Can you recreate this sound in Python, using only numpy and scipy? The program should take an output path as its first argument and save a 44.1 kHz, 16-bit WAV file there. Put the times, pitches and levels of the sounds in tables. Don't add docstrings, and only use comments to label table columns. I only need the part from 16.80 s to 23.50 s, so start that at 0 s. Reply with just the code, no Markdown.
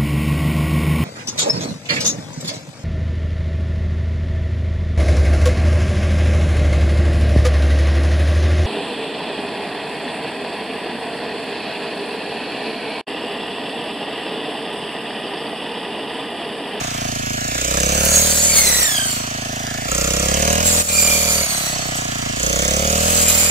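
import sys
import numpy as np
from scipy import signal
from scipy.fft import rfft, irfft, next_fast_len
from scipy.io import wavfile
from scipy.ndimage import uniform_filter1d

SR = 44100
rng = np.random.default_rng(int(sys.argv[2]) if len(sys.argv) > 2 else 0)


def inscribe(sig):
    pcm = np.round(np.clip(np.atleast_2d(sig).T, -1, 1) * 32767)
    wavfile.write(sys.argv[1], SR, pcm.astype(np.int16))


def ratio(d):
    e = np.asarray(d, float) / 20
    return 10 ** e


N = 295470
T = np.arange(N) / SR


def unit(x):
    return x / np.sqrt(np.mean(x ** 2) + 1e-20)


def along(points, hz):
    f, v = np.transpose(points)
    return np.interp(np.log(hz + 1), np.log(f + 1), v)


def curves(rows):
    s, *cols = np.transpose(rows)
    return [np.interp(T, s, c) for c in cols]


def wobble(rate):
    knots = rng.standard_normal(int(N * rate / SR) + 4)
    return np.interp(T * rate, np.arange(len(knots)), knots) * 1.15


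def hiss():
    return rng.standard_normal(N)


def filtered(x, response):
    m = next_fast_len(N + 8192)
    return irfft(rfft(x, m) * response(np.fft.rfftfreq(m, 1 / SR)), m)[..., :N]


def noise(spectrum):
    return unit(filtered(hiss(), lambda hz: ratio(along(spectrum, hz))))


def resonant(x, peaks):
    def gain(f):
        total = 0
        for k, (centre, width, db) in enumerate(peaks):
            damping = 1j * f * width
            total = total + (-1) ** k * ratio(db) * damping / (centre * centre - f * f + damping)
        return total
    return unit(filtered(x, gain))


def swell(full, ends, entry, db, sag, fall):
    rise_db = -20 * np.maximum(full - T, 0) / abs(entry)
    return ratio(db + rise_db - sag * np.clip(T - full, 0, None) - fall * np.maximum(T - ends, 0))


# frequency in Hz, share 0-1.
COMMON = [(100, 0.97), (800, 0.96), (1500, 0.86), (3000, 0.55), (7000, 0.043), (15000, 0.43)]


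def placed(x, lag, pan_db):
    direct = np.array([np.interp(np.arange(N) - lag, np.arange(N), x), x])
    hz, _, z = signal.stft(direct, SR, nperseg=256)
    drift = uniform_filter1d(rng.standard_normal(z.shape), 3, 1)
    drift = unit(uniform_filter1d(drift, 150, 2))
    share = np.clip(along(COMMON, hz), 0, 1)[:, None]
    scattered = z * np.exp(1.6j * np.sqrt(1 - share) * drift)
    both = signal.istft(scattered, SR, nperseg=256)[1][:, :N]
    return both * ratio([pan_db / 2, -pan_db / 2])


# starts to open in seconds, time to open in seconds, shuts in seconds.
THROTTLE = [
    (0.619, 0.36, 2.02),
    (3.06, 0.061, 4.62),
    (5.551, 0.09, 7),
]


def throttle():
    return sum(np.interp(T, [s, s + ramp, shut, shut + 0.07], [0, 1, 1, 0]) for s, ramp, shut in THROTTLE)


# time in seconds, firings per second.
FIRING = [(0.0, 30.02), (0.31, 27.86), (0.57, 27.25), (1.01, 33.15), (1.39, 38.6), (1.67, 38.59),
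          (1.99, 33.39), (2.22, 27.36), (2.99, 27.59), (3.19, 31.8), (3.37, 32.81), (3.86, 41.38),
          (4.59, 38.34), (4.88, 32.38), (5.53, 27.48), (5.73, 31.89), (6.28, 40.85), (6.7, 40.83)]


def crank():
    rate, = curves(FIRING)
    return np.cumsum(rate) / SR - 0.4 + 0.003 * wobble(22)


# frequency in Hz, dB per Hz.
CROP_RASP = [(600, -30), (900, 0), (1280, 3), (1500, -3), (1720, 1), (2500, -0.5), (3500, -2.5), (5500, -8),
             (8000, -9), (15000, -29)]
# time in seconds, level in dB.
NEARNESS = [(0, 7.5), (.6, -4.5), (1.3, -6), (2.0, 8), (2.6, 2), (3.2, -7), (3.8, 2), (4.7, 8), (5.3, 5),
            (5.7, 4), (6.1, 4.5), (6.7, 12)]


def standing_crop(turn):
    pulse = 1.13 + np.exp(-((turn + 0.11) % 1) / 0.36)
    return ratio(-42 + curves(NEARNESS)[0]) * pulse * np.array([noise(CROP_RASP), noise(CROP_RASP)])


def exhaust(turn, modes, orders, scatter_db):
    t, out = T[:SR // 8], np.zeros(N)
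    sizes = ratio(scatter_db * rng.standard_normal(int(turn[-1]) + 3))
    for at in sorted({row[0] for row in modes}):
        cycle, ring = np.floor(turn - at).astype(int), 0
        for _, delay_ms, hz, size, t60 in (row for row in modes if row[0] == at):
            u = np.maximum(t - delay_ms / 1000, 0)
            onset = 1 - np.exp(-u / 0.0005)
            ring = ring + size * ratio(-60 * u / t60) * np.sin(2 * np.pi * hz * u) * onset
        steps = np.r_[0, np.diff(cycle)] * sizes[cycle]
        out += signal.oaconvolve(steps, ring)[:N]
    return unit(out - sum(size * np.cos(2 * np.pi * k * (turn - trough)) for k, size, trough in orders))


# share of the cycle, delay in ms, frequency in Hz, signed size, t60 in seconds.
OPEN_MODES = [(-.144, 0, 185, .17, .045), (-.144, .7, 582, .28, .029), (.182, 1, 690, .04, .04),
              (-.144, 4.8, 593, .1, .03), (.182, .7, 112, .04, .09), (.182, 0, 530, -.24, .02),
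              (.563, 0, 554, -.056, .016), (-.144, 1.5, 320, .05, .06)]
SHUT_MODES = [(-.097, 1.5, 228.6, 0.086, 0.045), (-.097, 1, 630, 0.074, 0.034),
              (-.097, 4, 690, 0.085, 0.033), (-.097, 4, 742, 0.034, 0.058), (0.146, 1.5, 106, -.14, 0.028),
              (.148, 3.5, 424, -0.13, 0.0065), (0.596, 0, 718, -0.026, .06),
              (-.097, 1.15, 850, 0.0078, 0.083), (-.097, 1, 535, 0.015, 0.042)]
CRANK_OPEN = [(1, 0.036, -0.11), (2, 0.049, 0.15)]
CRANK_SHUT = [(1, 0.0052, -0.24), (2, 0.011, 0.0037), (3, 0.0076, 0.09)]


def exhaust_note(turn, load):
    firings = np.gradient(turn) * SR
    hot = np.clip((firings - 26.9) / 12.9, 0, 1)

    def shifted(by):
        return [(at, ms, hz * (1 + by * (0.055 if hz < 250 else 0.025)), *rest)
                for at, ms, hz, *rest in OPEN_MODES]
    cool, warm = (exhaust(turn, shifted(by), CRANK_OPEN, scatter_db=0.5) for by in (-1, 1))
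    shut = exhaust(turn, SHUT_MODES, CRANK_SHUT, scatter_db=0.7)
    return load * (cool + hot * (warm - cool)) + (1 - load) * shut


# frequency in Hz, width in Hz, dB at idle, dB at full throttle.
FINS = [(3000, 130, -11, -6.5), (4910, 49, 9, -1), (5530, 46, -18, -3), (5820, 110, 5, -16),
        (6030, 37, -25, 8), (6350, 57, 5.5, -13), (6770, 83, -12, 3), (7260, 37, -21, -11),
        (7910, 52, -36, 2.5)]


def knock(turn, load):
    cycle, since = np.divmod(turn + 0.235, 1)
    size = ratio(3 * rng.standard_normal(int(cycle[-1]) + 2))[cycle.astype(int)]
    seconds = since / np.gradient(turn) / SR
    grit = 0.067 * np.exp(-seconds / 0.0015) * hiss()
    crack = size * (np.r_[0, np.diff(cycle)] + grit)
    idle, hard = (resonant(crack, [(hz, width, db[k]) for hz, width, *db in FINS]) for k in range(2))
    return ratio(-13) * (1 - load) * idle + ratio(-7.5) * load * hard


def clutch_drum(load):
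    drum = resonant(hiss(), [(935, 380, -17.0), (1310, 25, 0.0), (1700, 160, 6.0)])
    off_load = T - np.maximum.accumulate(T * (load > 0.5))
    slack = np.clip(off_load / 0.53, 0.6, 1)
    return ratio(-7 + wobble(3.12)) * (1 - load) * slack ** 2 * drum


# frequency in Hz, width in Hz, level in dB.
COVERS = [(1340, 73, 9), (1710, 28, 6.5), (2430, 67, -33), (2960, 74, -25), (5920, 780, -2),
          (6520, 760, -9), (6400, 89, 10), (7030, 1020, 5.5), (8210, 110, 5.5)]
# frequency in Hz, dB per Hz.
CASING = [(530, -20), (900, -13), (967, -7), (1290, -2), (1770, -7), (2040, -5), (2930, -3.5), (4150, -9.5),
          (6890, -3.5), (8050, -9), (8760, -15), (14900, -21.5), (16000, -25)]


def covers_and_casing(turn, load):
    since = (turn + 0.266) % 1
    bang = ratio(0.73 * wobble(30)) * (1 - np.exp(-since / 0.0089)) * np.exp(-since / 0.079)
    opening = np.clip(load - uniform_filter1d(load, SR // 4, origin=SR // 9), 0, 1)
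    bang *= 1 + 0.8 * opening
    covers = resonant(hiss() * (0.1 + bang), COVERS)
    blow = np.exp(-((turn + 0.11) % 1) / 0.1)
    casing = unit(noise(CASING) * (0.5 + 0.5 * bang + 0.35 * blow))
    return ratio(-10 + 6.4 * load) * covers + ratio(-1.5 + 0.61 * load) * casing


# time in seconds, level in dB at shut throttle.
EXHAUST = [(0, -28), (.7, -26.5), (1.2, -25.5), (1.6, -31), (2.0, -33.5), (2.3, -29.5), (3.0, -28.5),
           (3.7, -24.5), (4.2, -30), (4.45, -30), (4.75, -31), (4.95, -27.5), (5.6, -27), (6.15, -25.5),
           (6.7, -30)]


def engine(turn):
    load = throttle()
    puff = noise([(20, -27), (60, -31), (300, -15.5), (650, 21.0), (900, -8.5), (1300, -43)])
    mechanical = knock(turn, load) + covers_and_casing(turn, load) + clutch_drum(load)
    level_db = curves(EXHAUST)[0] + 3.5 * load
    return ratio(level_db) * (exhaust_note(turn, load) + mechanical + ratio(-16) * puff)


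# time in seconds, peak in dB, brightness in Hz.
SNAPS = [
    (1.251, -3, 10000),
    (1.9424, -16, 9000),
    (3.7284, -12, 9000),
    (3.8656, -8, 9500),
    (4.214, -6, 9000),
    (5.0646, -23, 14000),
    (5.1547, -20, 9500),
    (6.3036, -8, 9500),
    (6.4822, -7, 8500),
]


def snaps():
    out, t = np.zeros(N + SR), T[:SR // 20]
    for s, db, hz in SNAPS:
        sos = signal.butter(2, [0.65 * hz, min(1.5 * hz, 20000)], 'band', fs=SR, output='sos')
        puff = unit(signal.sosfilt(sos, rng.standard_normal(len(t))))
        out[round(s * SR):][:len(t)] += ratio(db - 8 - 60 * t / 0.057) * puff
    return out[:N]


# start in seconds, end in seconds.
SWING = [
    (1.202, 1.8),
    (3.86, 4),
    (6.3, 7.16),
]
# left lag in samples, left-right balance in dB.
REST = (11, -1.1)
RIGHT = (1.9, -0.3)
LEFT = (-3, 1.6)


def swing():
    back_s = 0.311
    path = []
    for a, b in SWING:
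        path += [(s, *place) for s, place in [(a - back_s, REST), (a, RIGHT), (b, LEFT), (b + back_s, REST)]]
    return curves(path)


# full bite in seconds, leaves in seconds,
# entry time in seconds, chopping in dB, plate roar in dB.
CUT = [(1.356, 1.7, 0.26, -24, -9.5), (1.774, 2.03, 0.16, -21.5, -10.5), (2.077, 2.384, 0.09, -29, -22),
       (3.866, 4.154, 0.049, -26.5, -11.5), (4.226, 4.556, 0.27, -24, -16.5),
       (4.54, 4.601, 0.073, -36, -40), (4.705, 4.916, 0.12, -29.5, -31), (5.07, 5.075, .01, -47, -45),
       (5.169, 5.178, 0.024, -40, -20.5), (6.397, 6.432, 0.36, -25, -10.5),
       (6.486, 6.485, 0.0091, -19.5, -23), (6.548, 6.666, 0.085, -25, -14.5)]
# frequency in Hz, dB per Hz.
STALKS = [(530, -16), (900, -15.5), (991, -21), (1200, -17.5), (2300, -13), (5040, -12), (6800, -6.5),
          (9650, -9.5), (14900, -14), (16000, -18)]
# frequency in Hz, level in dB.
SPRAY = [(1500, -24), (6000, -28), (10500, 0.5), (12200, 0), (14500, -0.5), (16000, -3)]


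def chopping(load, clumps):
    level = ratio(-37) * load
    for full, ends, entry, db, _ in CUT:
        bite = swell(full, ends, entry, db, sag=20, fall=240)
        trail = swell(full, ends, entry, db - 20, sag=20, fall=87)
        level = level + np.maximum(bite, trail)
    spray = unit(noise(SPRAY) * ratio(3 * (wobble(30) + wobble(700))))
    return level * (unit(noise(STALKS) * clumps) + ratio(-10.5) * spray)


# frequency in Hz, width in Hz, level in dB.
ROAR = [(6100, 100, -23), (6470, 31, 3), (6985, 150, -3.5), (7570, 160, 1.5), (8120, 380, 3)]
# frequency in Hz, width in Hz, level in dB.
SING = [(3980, 19, -3), (4480, 27, 4.5), (4650, 16, -3.5), (5600, 24, -7), (5700, 19.3, 0), (6570, 18, -2),
        (6780, 16, -6.5), (7040, 27, -13), (7215, 7.3, 5.5), (7290, 27, -4.5), (7350, 33, 0),
        (8260, 18, -1), (9140, 27, -11), (9706, 43, -1)]


def plate_roar(load, clumps, tooth):
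    level = ratio(-43) + ratio(-70) * load
    level = level + sum(swell(a, b, entry, db, sag=18.6, fall=240) for a, b, entry, _, db in CUT)
    bite = 0.55 * unit(wobble(900) * np.sin(6 * np.pi * tooth))
    roar = resonant((hiss() + bite) * clumps * ratio(1.4 * wobble(29)), ROAR)
    sing = resonant((hiss() + bite) * clumps, SING)
    return level * (roar + ratio(-4) * sing)


# full in seconds, ends in seconds,
# entry time in seconds, level in dB, sag in dB per second.
WHINE = [
    (1.72, 2.074, 0.13, -12.5, 7.5),
    (2.154, 2.286, 0.083, -17.5, 8),
    (4.19, 4.594, 0.12, -11, 20),
    (4.622, 4.88, .12, -20, 2),
    (6.453, 6.8, 0.25, -18, -27),
]
# frequency in Hz, level in dB.
RADIATES = [(1400, -10.5), (1750, 0.5), (2050, -4.5), (2400, -6.5), (3100, 1), (3900, -4), (4650, -2),
            (5800, -6), (6900, 1.5), (8000, 4), (9700, -10), (12000, -12), (16000, -24)]
# frequency in Hz, width in Hz, level in dB.
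TEETH = [(2405, 19, -0.5), (2730, 23, -8), (3130, 40, -1.5), (4700, 34, -6), (5940, 40, -7), (6600, 42, -1),
         (7300, 66, 7), (7770, 110, -9), (9940, 51, -8)]


def tooth_whine(tooth):
    overtones = 0
    for k in range(1, 8):
        overtones = overtones + (0.55 + wobble(170 + 50 * k)) * np.sin(2 * np.pi * k * tooth)
    whine = unit(filtered(overtones, lambda hz: ratio(along(RADIATES, hz))))
    whine += ratio(-3.5) * resonant(overtones, TEETH)
    return sum(swell(*row, fall=98) for row in WHINE) * whine


# full in seconds, ends in seconds, entry time in seconds, level in dB.
FREE = [
    (2.351, 2.44, .12, -36),
    (4.557, 5.043, 0.13, -28.5),
]
# frequency in Hz, level in dB.
PLATE = [(4480, -0.5), (5880, 0), (6550, 1), (7300, -7), (8200, -1)]


def free_ring(turn):
    spin = np.cumsum(1 + 0.0064 * (np.gradient(turn) * SR - 34)) / SR
    ring = 0
    for hz, db in PLATE:
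        ring = ring + ratio(db + 1.9 * wobble(5.4)) * (3.0 + wobble(40)) * np.sin(2 * np.pi * hz * spin)
    return sum(swell(*row, sag=7.2, fall=59) for row in FREE) * unit(ring)


# time in seconds, teeth per second.
BLADE = [(1.2, 2200), (1.45, 2225), (1.72, 2285), (1.91, 1990), (2.02, 1935), (2.1, 1746), (2.17, 1610),
         (2.25, 1563), (2.33, 1455), (2.5, 1425), (3.85, 2412), (4.22, 2399), (4.51, 2328), (4.68, 2219),
         (4.77, 2030), (4.95, 1950), (6.3, 2400), (6.55, 2455)]


def blade(turn):
    load = throttle()
    tooth = np.cumsum(curves(BLADE)[0]) / SR
    tooth += 0.059 * wobble(70)
    clumps = ratio(1.1 * wobble(45) + 1.1 * wobble(500))
    plate = plate_roar(load, clumps, tooth) + tooth_whine(tooth)
    cut = ratio(4.0) * chopping(load, clumps) + ratio(-7.5) * plate
    return placed(cut + snaps() + free_ring(turn), *swing())


def scene():
    turn = crank()
    lag, = curves([(0, 17.4), (3, 16.1), (6.7, 13.9)])
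    return standing_crop(turn) + placed(engine(turn), lag, np.full(N, -1.2)) + blade(turn)


def low_pass(x):
    return signal.sosfilt(signal.butter(12, 16580, fs=SR, output="sos"), x)


# frequency in Hz, left-right difference in dB.
PORTS = [(60, 1), (400, 0), (800, 1), (2400, -1), (4400, -6), (7000, -3.5), (9000, 10), (11500, -3.5),
         (15000, -7)]


def record(dry):
    def ports(hz):
        return ratio(np.outer([0.5, -0.5], along(PORTS, hz))) * (hz > 15) * (hz < 15650)
    dip = np.interp(T - 4.015, [0, 0.015, 0.065, 0.076, 0.225], [0.035, 0.88, 0.83, 0.41, 0.06])
    x = filtered(dry, ports) * ratio(2 - 11 * dip)
    x = x / (1 + np.abs(x / 0.95) ** 6) ** (1 / 6)
    return low_pass(x)


dry = scene()
out = record(dry)
inscribe(out)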